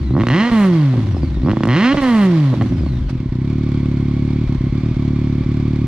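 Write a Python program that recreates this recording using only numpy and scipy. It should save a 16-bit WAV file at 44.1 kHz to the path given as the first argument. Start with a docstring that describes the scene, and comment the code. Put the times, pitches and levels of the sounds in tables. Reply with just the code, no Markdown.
"""Two revs of a motorcycle

A three-cylinder motorcycle is revved twice, heard close behind its silencer, then idles lumpily.
Each exhaust stroke sends a pulse down the pipe: a boom and, with open throttle, a rasping crack.
In each rev the engine stumbles, catches and pulls; then drag slows it, hissing, later burbling.
Valves rustle, gears whine, unburnt fuel pops, hot gas snaps out, and one spit comes before the idle."""
import sys
import numpy as np
from scipy import signal
from scipy.fft import rfft, irfft, next_fast_len
from scipy.io import wavfile
from scipy.ndimage import uniform_filter1d, minimum_filter1d, map_coordinates

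SR = 44100
rng = np.random.default_rng(int(sys.argv[2]) if len(sys.argv) > 2 else 0)


def generate_wav(sig):
    """Save sig (samples, or channels by samples) to the path in sys.argv[1] as 16-bit PCM at SR."""
    pcm = np.round(np.clip(np.atleast_2d(sig).T, -1, 1) * 32767).astype(np.int16)
    wavfile.write(sys.argv[1], SR, pcm)


N = 258867
TIME = np.arange(N) / SR
FFT_SIZE = next_fast_len(N + SR // 2, True)
HZ = np.fft.rfftfreq(FFT_SIZE, 1 / SR)
OPEN_S, SHUT_S = 0.065, 0.019  # time the throttle takes to open and to shut
BURBLE_BELOW_HZ = 121  # a coasting engine runs raggedly below this many strokes a second


def amp(db):
    """Turns decibels into a gain."""
    return 10 ** (np.asarray(db) / 20)


def unit(x):
    """Scales x to an average strength (rms) of 1."""
    return x / np.sqrt(np.mean(x ** 2) + 1e-20)


def ramp(start, end):
    """Rises from 0 to 1 between two times."""
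    return np.clip((TIME - start) / max(end - start, 1 / SR), 0, 1)


def over_pitch(points):
    """Joins (pitch_hz, value) points into a curve over all frequencies."""
    pitch_hz, values = np.transpose(points)
    return np.interp(np.log(HZ + 1), np.log(pitch_hz + 1), values)


def curves(rows, at=TIME):
    """Looks up `at` in a table's first column and gives a curve for each other column."""
    first, *others = np.transpose(rows)
    return np.array([np.interp(at, first, column) for column in others])


def wobble(per_s):
    """A smooth random curve through per_s points a second."""
    return map_coordinates(rng.standard_normal(int(N * per_s / SR) + 4), [TIME * per_s])


def filtered(x, response):
    """Passes x through a filter, given as a gain for each frequency."""
    return irfft(rfft(x, FFT_SIZE) * response, FFT_SIZE)[..., :N]


def body(colour, rings=()):
    """A filter with a broad tone colour and narrow ringing peaks on top."""
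    peaks_db = sum(lift / (1 + (2 * (HZ - pitch) / width) ** 2) for pitch, width, lift in rings)
    cepstrum = irfft(np.log(amp(over_pitch(colour) + peaks_db)), FFT_SIZE)
    # folding this in half makes the ringing come after a hit, never before
    cepstrum[1:FFT_SIZE // 2] *= 2
    cepstrum[FFT_SIZE // 2 + 1:] = 0
    return np.exp(rfft(cepstrum))


def less_bass(response, below_hz=210):
    """Thins a filter's low end, as sharp pulses carry little bass."""
    return response * 1j * HZ / (below_hz + 1j * HZ)


def pulses(times, sizes=1):
    """Single clicks at exact times, even between samples."""
    at = np.asarray(times)[:, None] * SR
    taps = np.floor(at).astype(int) + np.arange(-7, 9)
    clicks = np.sinc(taps - at) * np.sinc((taps - at) / 8) * np.reshape(sizes, (-1, 1))
    return np.bincount(np.clip(taps, 0, N).ravel(), clicks.ravel(), N + 1)[:N]


def fading(clicks, life_s):
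    """Gives each click a tail that dies away."""
    return np.abs(signal.lfilter([1], [1, -np.exp(-1 / (life_s * SR))], clicks))


def cycle_strength(x, phase):
    """Strength (rms) of x over the three strokes around each moment."""
    energy = np.cumsum(x ** 2)
    early, late = (np.interp(phase + step, phase, np.arange(N)).astype(int) for step in (-1.5, 1.5))
    return np.sqrt((energy[late] - energy[early]) / (late - early) + 1e-20)


# How alike left and right are (1 is identical): pitch_hz, likeness
STEREO_LIKENESS = [(700, 0.91), (2000, 0.65), (6000, 0.043)]
def stereo_noise(response):
    """Coloured noise whose two sides are less alike in the treble."""
    angle = np.arccos(over_pitch(STEREO_LIKENESS)) / 2
    shares = np.array([np.cos(angle), np.sin(angle)])
    middle, side = filtered(rng.standard_normal((2, N)), response * shares)
    return unit(np.array([middle + side, middle - side]))


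# Engine speed during each rev, one list per rev: time_s, strokes_per_s
REV_SPEEDS = [
    [(.11, 61), (.16, 70), (.21, 113), (.305, 124), (.376, 188.4), (.422, 225), (.472, 243.5),
     (.516, 235.4)],
    [(1.41, 56), (1.45, 70), (1.51, 108), (1.66, 108), (1.725, 128), (1.852, 245.5), (1.92, 284),
     (1.96, 296.5)],
]
# The idle's wandering speed: time_s, strokes_per_s
IDLE_SPEEDS = [(3.1, 44.5), (3.323, 29.5), (3.495, 37.2), (3.99, 35.25), (4.43, 37.15), (4.62, 33.6),
               (4.9, 39.1), (4.93, 36), (5.6, 36.85)]
IDLE_START_S, SETTLE_S = IDLE_SPEEDS[0][0], 0.64
def engine_speed(start_hz=73.15, drag_per_s=1.41, friction_hz=17):
    """Strokes per second: drag slows the engine around each rev, until the idle takes over."""
    def coast(from_s, from_hz):
        return (from_hz + friction_hz) * np.exp(-drag_per_s * (TIME - from_s)) - friction_hz
    rate = coast(0, start_hz)
    for rev in REV_SPEEDS:
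        rate = np.select([TIME < rev[0][0], TIME < rev[-1][0]], [rate, curves(rev)[0]], coast(*rev[-1]))
    return np.where(TIME < IDLE_START_S, rate, curves(IDLE_SPEEDS)[0])


# The first steady stroke of each rev and of the idle: time_s
FIRST_STROKES = [.302, 1.689, 3.104]
def stroke_phase(rate):
    """A running count of strokes, nudged to be a whole number at each first steady stroke."""
    phase = np.cumsum(rate) / SR
    counts = np.interp(FIRST_STROKES, TIME, phase)
    offsets = counts - counts[-1]
    return phase - counts[-1] - np.interp(TIME, FIRST_STROKES, offsets - np.round(offsets))


# The rider's twists of the throttle: open_s, ease_off_s, shut_s
THROTTLE_TWISTS = [(0.087, 0.403, 0.506), (1.39, 1.934, 2.004)]
def engine_state():
    """How much (0 to 1) the engine is on the throttle, coasting and idling."""
    twists = sum(ramp(opens, opens + OPEN_S) - ramp(shuts, shuts + SHUT_S)
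                 for opens, _, shuts in THROTTLE_TWISTS)
    throttle = np.clip(twists, 0, 1)
    idling = ramp(IDLE_START_S - OPEN_S / 2, IDLE_START_S)
    return throttle, (1 - throttle) * (1 - idling), idling


def easing():
    """Rises from 0 to 1 as the rider eases off at the end of each rev."""
    return sum(ramp(eases, shuts) * (TIME < shuts + SHUT_S) for _, eases, shuts in THROTTLE_TWISTS)


# Exhaust loudness with the throttle open: strokes_per_s, boom_db, rasp_db
OPEN_LEVELS = [(62.3, -12.5, -39), (88.4, -13.5, -25.5), (146, -10.5, -20.5), (192, -13.5, -21.5),
               (276, -11, -18.5)]
# Exhaust loudness while coasting: strokes_per_s, boom_db, rasp_db
COAST_LEVELS = [(49.5, -19, -69), (108, -16, -45.5), (137, -11.5, -38), (179, -12, -33.5),
                (192.7, -10.5, -24), (228, -11, -24), (278, -15.5, -20)]
def exhaust_levels(rate, idle_boom_db=-16, idle_rasp_db=-67, unsettled_db=2.5, ease_drop_db=(6.5, 5.5)):
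    """Boom and rasp levels follow speed and throttle; the idle booms less until it settles."""
    throttle, coasting, idling = engine_state()
    pulling_db = curves(OPEN_LEVELS, rate) - np.outer(ease_drop_db, easing())
    boom_db, rasp_db = throttle * pulling_db + coasting * curves(COAST_LEVELS, rate)
    unsettled = 1 - ramp(IDLE_START_S, IDLE_START_S + SETTLE_S)
    boom_db += idling * (idle_boom_db - unsettled_db * unsettled)
    return boom_db, rasp_db + idling * idle_rasp_db


# Firing stops as the engine stumbles or the fuel is cut: start_s, end_s
FIRING_GAPS = [(.223, .298), (.498, .511), (1.523, 1.685), (1.932, 1.970), (2.003, 2.014)]
# Missed beats of the idle: time_s, drop_db
MISSED_BEATS = [(3.178, 12.5), (3.232, 4), (3.292, 21), (4.469, 27.5), (4.582, 19), (4.698, 14),
                (4.81, 5.5), (4.94, 9), (5.435, 10)]
def strokes(rate, phase, imbalance=0.028, dead_db=-11, weak_db=-5, weak_share=.25):
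    """Times and sizes of the strokes: even under load, ragged when coasting slowly, weak in the gaps."""
    stroke = np.arange(int(phase[0]), int(phase[-1]))
    time_luck, size_luck = rng.standard_normal((len(stroke), 2)).T
    cylinder = stroke % 3 - 1
    throttle, coasting, idling = (np.interp(stroke, phase, share) for share in engine_state())
    burbling = coasting * (np.interp(stroke, phase, rate) < BURBLE_BELOW_HZ)
    jitter_strokes = .005 + .007 * idling + .06 * burbling
    times = np.interp(stroke + jitter_strokes * time_luck + .005 * cylinder, phase, TIME)
    weak = rng.random(len(times)) < weak_share * burbling
    scatter_db = .41 + 2 * burbling + .6 * throttle
    level_db = weak_db * weak + scatter_db * size_luck
    for start_s, end_s in FIRING_GAPS:
        level_db[(times > start_s) & (times < end_s)] = dead_db
    for time_s, drop_db in MISSED_BEATS:
        level_db[np.argmin(np.abs(times - time_s))] -= drop_db
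    return times, (1 + imbalance * cylinder) * amp(level_db)


def piston_swell(rate, phase, slow, pumping_hz=101, lurch_db=3, lag_strokes=.25, wander_strokes=.16):
    """Coasting pistons pump a round wave that grows, lurches and wanders as the engine slows."""
    lurch = amp(lurch_db * slow * wobble(35))
    wave = np.cos(2 * np.pi * (phase - lag_strokes + wander_strokes * slow * wobble(35)))
    return (pumping_hz / rate) ** 3 * 2 * rate / SR * lurch * wave


def gas_slosh(rate, times, sizes, push, pitch_hz=46):
    """A weak burn lets gas slosh back in the silencer, more so when strokes are far apart."""
    shortfall = np.maximum(.8 - sizes, 0)
    spacing = np.minimum(1, 70 / np.interp(times, TIME, rate))
    resonance = 1j * HZ * pitch_hz / (pitch_hz ** 2 - HZ ** 2 + 1j * HZ * pitch_hz)
    return filtered(push * pulses(times, shortfall * spacing), resonance ** 2)


# Tone colour of the silencer: pitch_hz, level_db
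SILENCER_COLOUR = [(10, -68.5), (36, 5), (58, 11), (135, 9), (190, 11), (250, 1.5), (335, 6), (395, -18),
                   (455, -30.5), (520, -25.5), (700, -44), (3000, -110)]
def pipe(round_trip_s=0.007928, echo=0.6):
    """A pulse runs up and down the pipe and leaves through the silencer."""
    return body(SILENCER_COLOUR) / (1 - echo * np.exp(-2j * np.pi * HZ * round_trip_s))


# Lone firings while the engine stumbles: time_s, level_db (against a normal stroke), sharpness (0 to 1)
STUMBLE_BANGS = [(0.236, 0, 0.15), (.269, 1, 0.5), (.286, 1.5, 0.95), (1.533, -3.5, 0), (1.570, -0.5, 0.07),
                 (1.607, -2.5, 0), (1.635, 0.5, 0.38), (1.654, -2, 0.17), (1.672, 0, .08), (1.681, -5, .15)]
def exhaust_boom(rate, phase, times, sizes, boom_db, unfired_db=-2.5, slosh_db=1, tumble_db=-8):
    """Each stroke booms through the pipe, with less bass under load."""
    throttle, coasting, _ = engine_state()
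    bang_s, bang_db, _ = np.transpose(STUMBLE_BANGS)
    slow = uniform_filter1d(1. * (rate < BURBLE_BELOW_HZ), size=900)
    swell = coasting * piston_swell(rate, phase, slow)
    push = amp(unfired_db * coasting * slow)  # unfired strokes push only weakly
    full = pipe()
    thin = less_bass(full)
    def thump(clicks):
        return filtered((1 - throttle) * clicks, full) + filtered(throttle * clicks, thin)
    boom = thump(push * pulses(times, sizes) + pulses(bang_s, amp(bang_db)) + swell)
    boom += amp(slosh_db) * np.abs(full).max() * gas_slosh(rate, times, sizes, push)
    # scaled against even strokes, so misses and bangs still stand out
    boom /= cycle_strength(thump(push * pulses(times) + swell), phase)
    # coasting slowly, gas tumbles in the pipe between the strokes
    tumble = coasting * slow * unit(filtered(rng.standard_normal(N), thin))
    return amp(boom_db) * (boom + amp(tumble_db) * tumble)


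def shock_fronts(clicks, gas, turbulence, puff_s):
    """Sharp fronts, each trailed by a puff of swirling gas that swells and dies."""
    puffs = fading(fading(clicks, puff_s / 2), puff_s / 2)
    return clicks + turbulence * puffs * gas * 2 / np.sqrt(puff_s * SR / 2) ** 3


# Tone colour of the cracks with the throttle open, and with it shut: pitch_hz, level_db
BRIGHT_CRACK = [(200, -15.5), (480, 4), (1200, -1.5), (1480, -0.5), (3100, -6.5), (3700, -15),
                (6000, -27.5), (16000, -57.5)]
DULL_CRACK = [(200, -11), (480, 2.5), (1200, -6.5), (1480, -10.5), (3100, -18.5), (7000, -48), (16000, -54)]
# Ringing of the silencer's can: pitch_hz, width_hz, lift_db
CAN_RINGS = [(555, 36, 6.5), (1115, 150, 7), (1934, 360, 10), (2850, 280, 6), (3190, 110, 7),
             (4160, 270, 12), (5160, 380, 7), (6240, 340, 5.5)]
def exhaust_rasp(rate, phase, times, sizes, blunt_hz=1080, rebound=.3, rebound_s=.0009, steady_hz=220):
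    """Pulses steepen into cracks in the can: blunt at low speed, bright under load, dull when coasting."""
    throttle, _, _ = engine_state()
    sharpness = np.interp(rate, [89, 138.4], [0, 1]) * (1 - .67 * easing())
    gas_colour = amp(over_pitch([(900, -14), (2500, -8), (4300, 3), (6500, 6)]))
    gas = filtered(rng.standard_normal(N), gas_colour)
    bright, dull = body(BRIGHT_CRACK, CAN_RINGS), body(DULL_CRACK, CAN_RINGS)
    blunt = bright / (1 + (HZ / blunt_hz) ** 4)
    delay_s = rebound_s * (1 + .13 * wobble(60))  # the echo off the end cap drifts with gas heat
    def ring(clicks, colour):
        echoed = clicks + rebound * np.interp(TIME - delay_s, TIME, clicks)
        return filtered(shock_fronts(echoed, gas, turbulence=.47, puff_s=.0023), colour)
    def crack(clicks, sharp_part):
        loaded = ring(sharp_part, bright) + ring(clicks - sharp_part, blunt)
        return throttle * loaded + (1 - throttle) * ring(clicks, dull)
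    # cracks vary in strength until the engine pulls cleanly; weak pulses hardly steepen
    ragged = np.interp(times, TIME, throttle * np.clip(2 * (1 - rate / steady_hz), 0, 1))
    scatter_db = 2.2 * ragged * rng.standard_normal(len(times))
    fronts = pulses(times, sizes * np.minimum(sizes, 1) * amp(scatter_db))
    bang_s, bang_db, bang_sharpness = np.transpose(STUMBLE_BANGS)
    bang_sizes = amp(bang_db + 3)
    edges = sharpness * fronts + pulses(bang_s, bang_sizes * bang_sharpness)
    rasp = crack(fronts + pulses(bang_s, bang_sizes), edges)
    even = pulses(times)
    return rasp / cycle_strength(crack(even, sharpness * even), phase)


def yard_echo(sound, decay_s=0.072):
    """Sound scatters briefly off the ground, the bike and a shop front."""
    t = TIME[:SR // 4]
    tail = rng.standard_normal((2, len(t))) * amp(-60 * t / decay_s)
    return signal.fftconvolve(sound[None], tail / np.linalg.norm(tail[0]), axes=1)[:, :N]


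# Tone colour of the noise in the engine casing: pitch_hz, level_db
CASING_COLOUR = [(300, -16.5), (450, -14.5), (520, -5), (640, -9), (1000, -12), (1700, -15.5),
                 (2700, -18.5), (4400, -21), (6000, -29.5), (15000, -54.5)]
# Ringing of the casing: pitch_hz, width_hz, lift_db
CASING_RINGS = [(1030, 160, 3), (1480, 48, 3.5), (2144, 310, 4.5), (3410, 430, 3), (4230, 160, 2),
                (4560, 63, 0.5), (5810, 170, 4.5)]
def valve_rustle(phase, level_db=-44, taut_db=-2, clatter=0.84, tick_s=0.0065, scatter_db=6):
    """Valves tick and the chain rustles in the casing, less when the load pulls things taut."""
    throttle, _, _ = engine_state()
    stroke = np.arange(int(phase[0]), int(phase[-1]))
    time_luck, size_luck = rng.standard_normal((len(stroke), 2)).T
    times = np.interp(stroke + 0.097 * time_luck, phase, TIME)
    ticks = fading(pulses(times, amp(scatter_db * np.minimum(size_luck, 1))), tick_s)
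    noise = stereo_noise(body(CASING_COLOUR, CASING_RINGS))
    return amp(level_db + taut_db * throttle) * unit((1 + clatter * ticks) * noise)


# Tones of the gear teeth: multiple_of_tooth_rate, level_db, swell_db (once every three strokes)
GEAR_TONES = [(1, -60, 8.5), (2, -53, .5), (3, -61, 2), (4, -64, 3.5)]
# How the casing colours those tones: pitch_hz, level_db
GEAR_COLOUR = [(1100, 1), (1800, -2), (2300, -0.5), (2750, -6), (3400, -1.5), (4500, -2.5), (5500, -6),
               (8500, -36.5)]
def gear_whine(rate, phase, teeth_per_stroke=47 / 1.5, surge_rad=1.3):
    """Meshing teeth whine and rattle, fainter and more broken while the speed changes."""
    _, _, idling = engine_state()
    change_per_s = np.abs(uniform_filter1d(np.gradient(np.log(rate)), size=900)) * SR
    sweep = (1 - idling) * np.log2(1 + change_per_s)
    surge = idling * surge_rad * np.sin(2 * np.pi * phase)  # the idling crank surges with each stroke
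    rattle = .55 * wobble(420) + .75 * wobble(90)
    tooth_angle = 2 * np.pi * teeth_per_stroke * phase + surge + rattle
    swell = np.cos(np.pi * (phase + .4) / 3) ** 8
    flicker_db = (2.5 + 2 * np.minimum(sweep, 1)) * np.minimum(wobble(70), 1)
    tones = sum(amp(level_db + swell_db * swell + flicker_db) * np.sqrt(2) * np.sin(multiple * tooth_angle)
                for multiple, level_db, swell_db in GEAR_TONES)
    return amp(-.5 - 1.5 * sweep) * filtered(tones, amp(over_pitch(GEAR_COLOUR)))


def machinery(rate, phase, per_octave_db=3.5, idle_lift_db=5):
    """Valves and gears together grow louder with speed and as the idle settles."""
    settled = ramp(IDLE_START_S, IDLE_START_S + SETTLE_S)
    gain = amp(per_octave_db * np.log2(rate / rate[-1]) + idle_lift_db * settled)
    return gain * (valve_rustle(phase) + gear_whine(rate, phase))


# Tone colour of air at the shut throttle: pitch_hz, level_db
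AIR_COLOUR = [(2000, -60), (6000, 1), (10500, -2.5), (15500, -17)]
def throttle_hiss(rate, fast_db=-52.5, faint_db=-60.5, fast_above_hz=184, fade_hz=3.7):
    """Air hisses past the shut throttle while coasting: clearly at high speed, faintly below it."""
    _, coasting, _ = engine_state()
    fast = (1 + np.tanh((rate - fast_above_hz) / fade_hz)) / 2
    level = coasting * (amp(fast_db) * fast + amp(faint_db) * rate / fast_above_hz)
    return level * amp(1.5 * wobble(39)) * stereo_noise(body(AIR_COLOUR))


# Unburnt fuel going off in the pipe: time_s, crack_db, thump_db
FUEL_POPS = [(0.107, -25.5, -6.5), (0.939, -20, -16.5), (0.958, -27.5, -15.5), (0.977, -24, -7),
             (1.146, -24.5, -13.5), (1.167, -23, -10.5), (1.232, -23.5, -6.5), (1.37, -34, -11.5),
             (1.944, -15, -11.5), (1.949, -17, -8.5), (2.529, -23, -13), (2.539, -17, -11),
             (2.612, -11, -1.5), (2.621, -11.5, -11), (2.722, -27, -19), (2.807, -36, -14.5),
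             (2.834, -30.5, -11.5), (2.864, -25.5, -10)]
def fuel_pops(sharp_lift_db=5, dull_lift_db=3, fully_sharp_db=-10, muffle_hz=1100):
    """Each pop cracks in the can and thumps through the pipe; only the strong ones are sharp."""
    times, crack_db, thump_db = np.transpose(FUEL_POPS)
    sharpness = np.minimum(amp(crack_db - fully_sharp_db), 1) ** 2
    can = body(DULL_CRACK, CAN_RINGS)
    gas = rng.standard_normal(N)
    def ring(clicks, response):
        return filtered(clicks, response / np.abs(irfft(response)).max())
    def burst(share):
        return shock_fronts(pulses(times, amp(crack_db) * share), gas, turbulence=.69, puff_s=.0038)
    sharp = amp(sharp_lift_db) * ring(burst(sharpness), can)
    dull = amp(dull_lift_db) * ring(burst(1 - sharpness), can / (1 + (HZ / muffle_hz) ** 4))
    thumps = ring(pulses(times, amp(thump_db)), less_bass(pipe()))
    return sharp + dull + thumps


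def swell_and_die(start_s, rise_s):
    """A loudness curve that climbs to 1 in rise_s and then dies away."""
    age = np.maximum(TIME - start_s, 0) / rise_s
    return age * np.exp(1 - age)


# Jets of hot gas: start_s, level_db
GAS_JETS = [(0.27, -40.5), (.286, -35.5), (1.636, -43.5), (1.654, -40), (1.673, -40.5), (2.621, -39)]
# Their tone colour: pitch_hz, level_db
GAS_JET_COLOUR = [(2000, -26), (5000, 2), (9500, -11), (15500, -27)]
def gas_jets(rise_s=0.0019):
    """Hot gas snaps out of the silencer just behind the hardest bangs and pops."""
    level = sum(amp(level_db) * swell_and_die(start_s, rise_s) for start_s, level_db in GAS_JETS)
    return level * stereo_noise(body(GAS_JET_COLOUR))


# The single spit: start_s, level_db
SPIT_BURST = (3.088, -34)
# Its tone colour: pitch_hz, level_db
SPIT_TONE = [(200, -16), (900, 4), (2000, -7.5), (5000, -11.5), (16000, -45.5)]
def spit(rise_s=.011):
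    """The engine spits one short burst of noise just before it idles."""
    start_s, level_db = SPIT_BURST
    return amp(level_db) * swell_and_die(start_s, rise_s) ** 2 * stereo_noise(body(SPIT_TONE))


# Balance between the two sides: pitch_hz, left_minus_right_db
BALANCE = [(90, 1.5), (280, -2.5), (550, -5.5), (1900, -1.5), (4000, -4)]
def scene(yard_db=-18, left_delay_s=.00004):
    """Mixes all the sounds, with the silencer close by and slightly to the right."""
    rate = engine_speed()
    phase = stroke_phase(rate)
    times, sizes = strokes(rate, phase)
    boom_db, rasp_db = exhaust_levels(rate)
    boom = exhaust_boom(rate, phase, times, sizes, boom_db)
    rasp = amp(rasp_db) * exhaust_rasp(rate, phase, times, sizes)
    exhaust = boom + rasp + fuel_pops() + gas_jets() + amp(yard_db) * yard_echo(rasp)
    mix = exhaust + machinery(rate, phase) + throttle_hiss(rate) + spit()
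    side = np.array([[.5], [-.5]])
    delay = np.exp(-2j * np.pi * HZ * left_delay_s * side)
    return filtered(mix, amp(side * over_pitch(BALANCE)) * delay)


def record(dry, ceiling=.62, hold_s=.008, top_hz=15650):
    """A fast limiter turns the loudest peaks down, and the highest treble is cut off."""
    needed = np.minimum(1, ceiling / (np.abs(dry).max(axis=0) + 1e-9))
    span = int(hold_s * SR) + 1
    gain = uniform_filter1d(minimum_filter1d(needed, span), span)
    return filtered(dry * gain, HZ < top_hz)


dry = scene()
out = record(dry)
generate_wav(out)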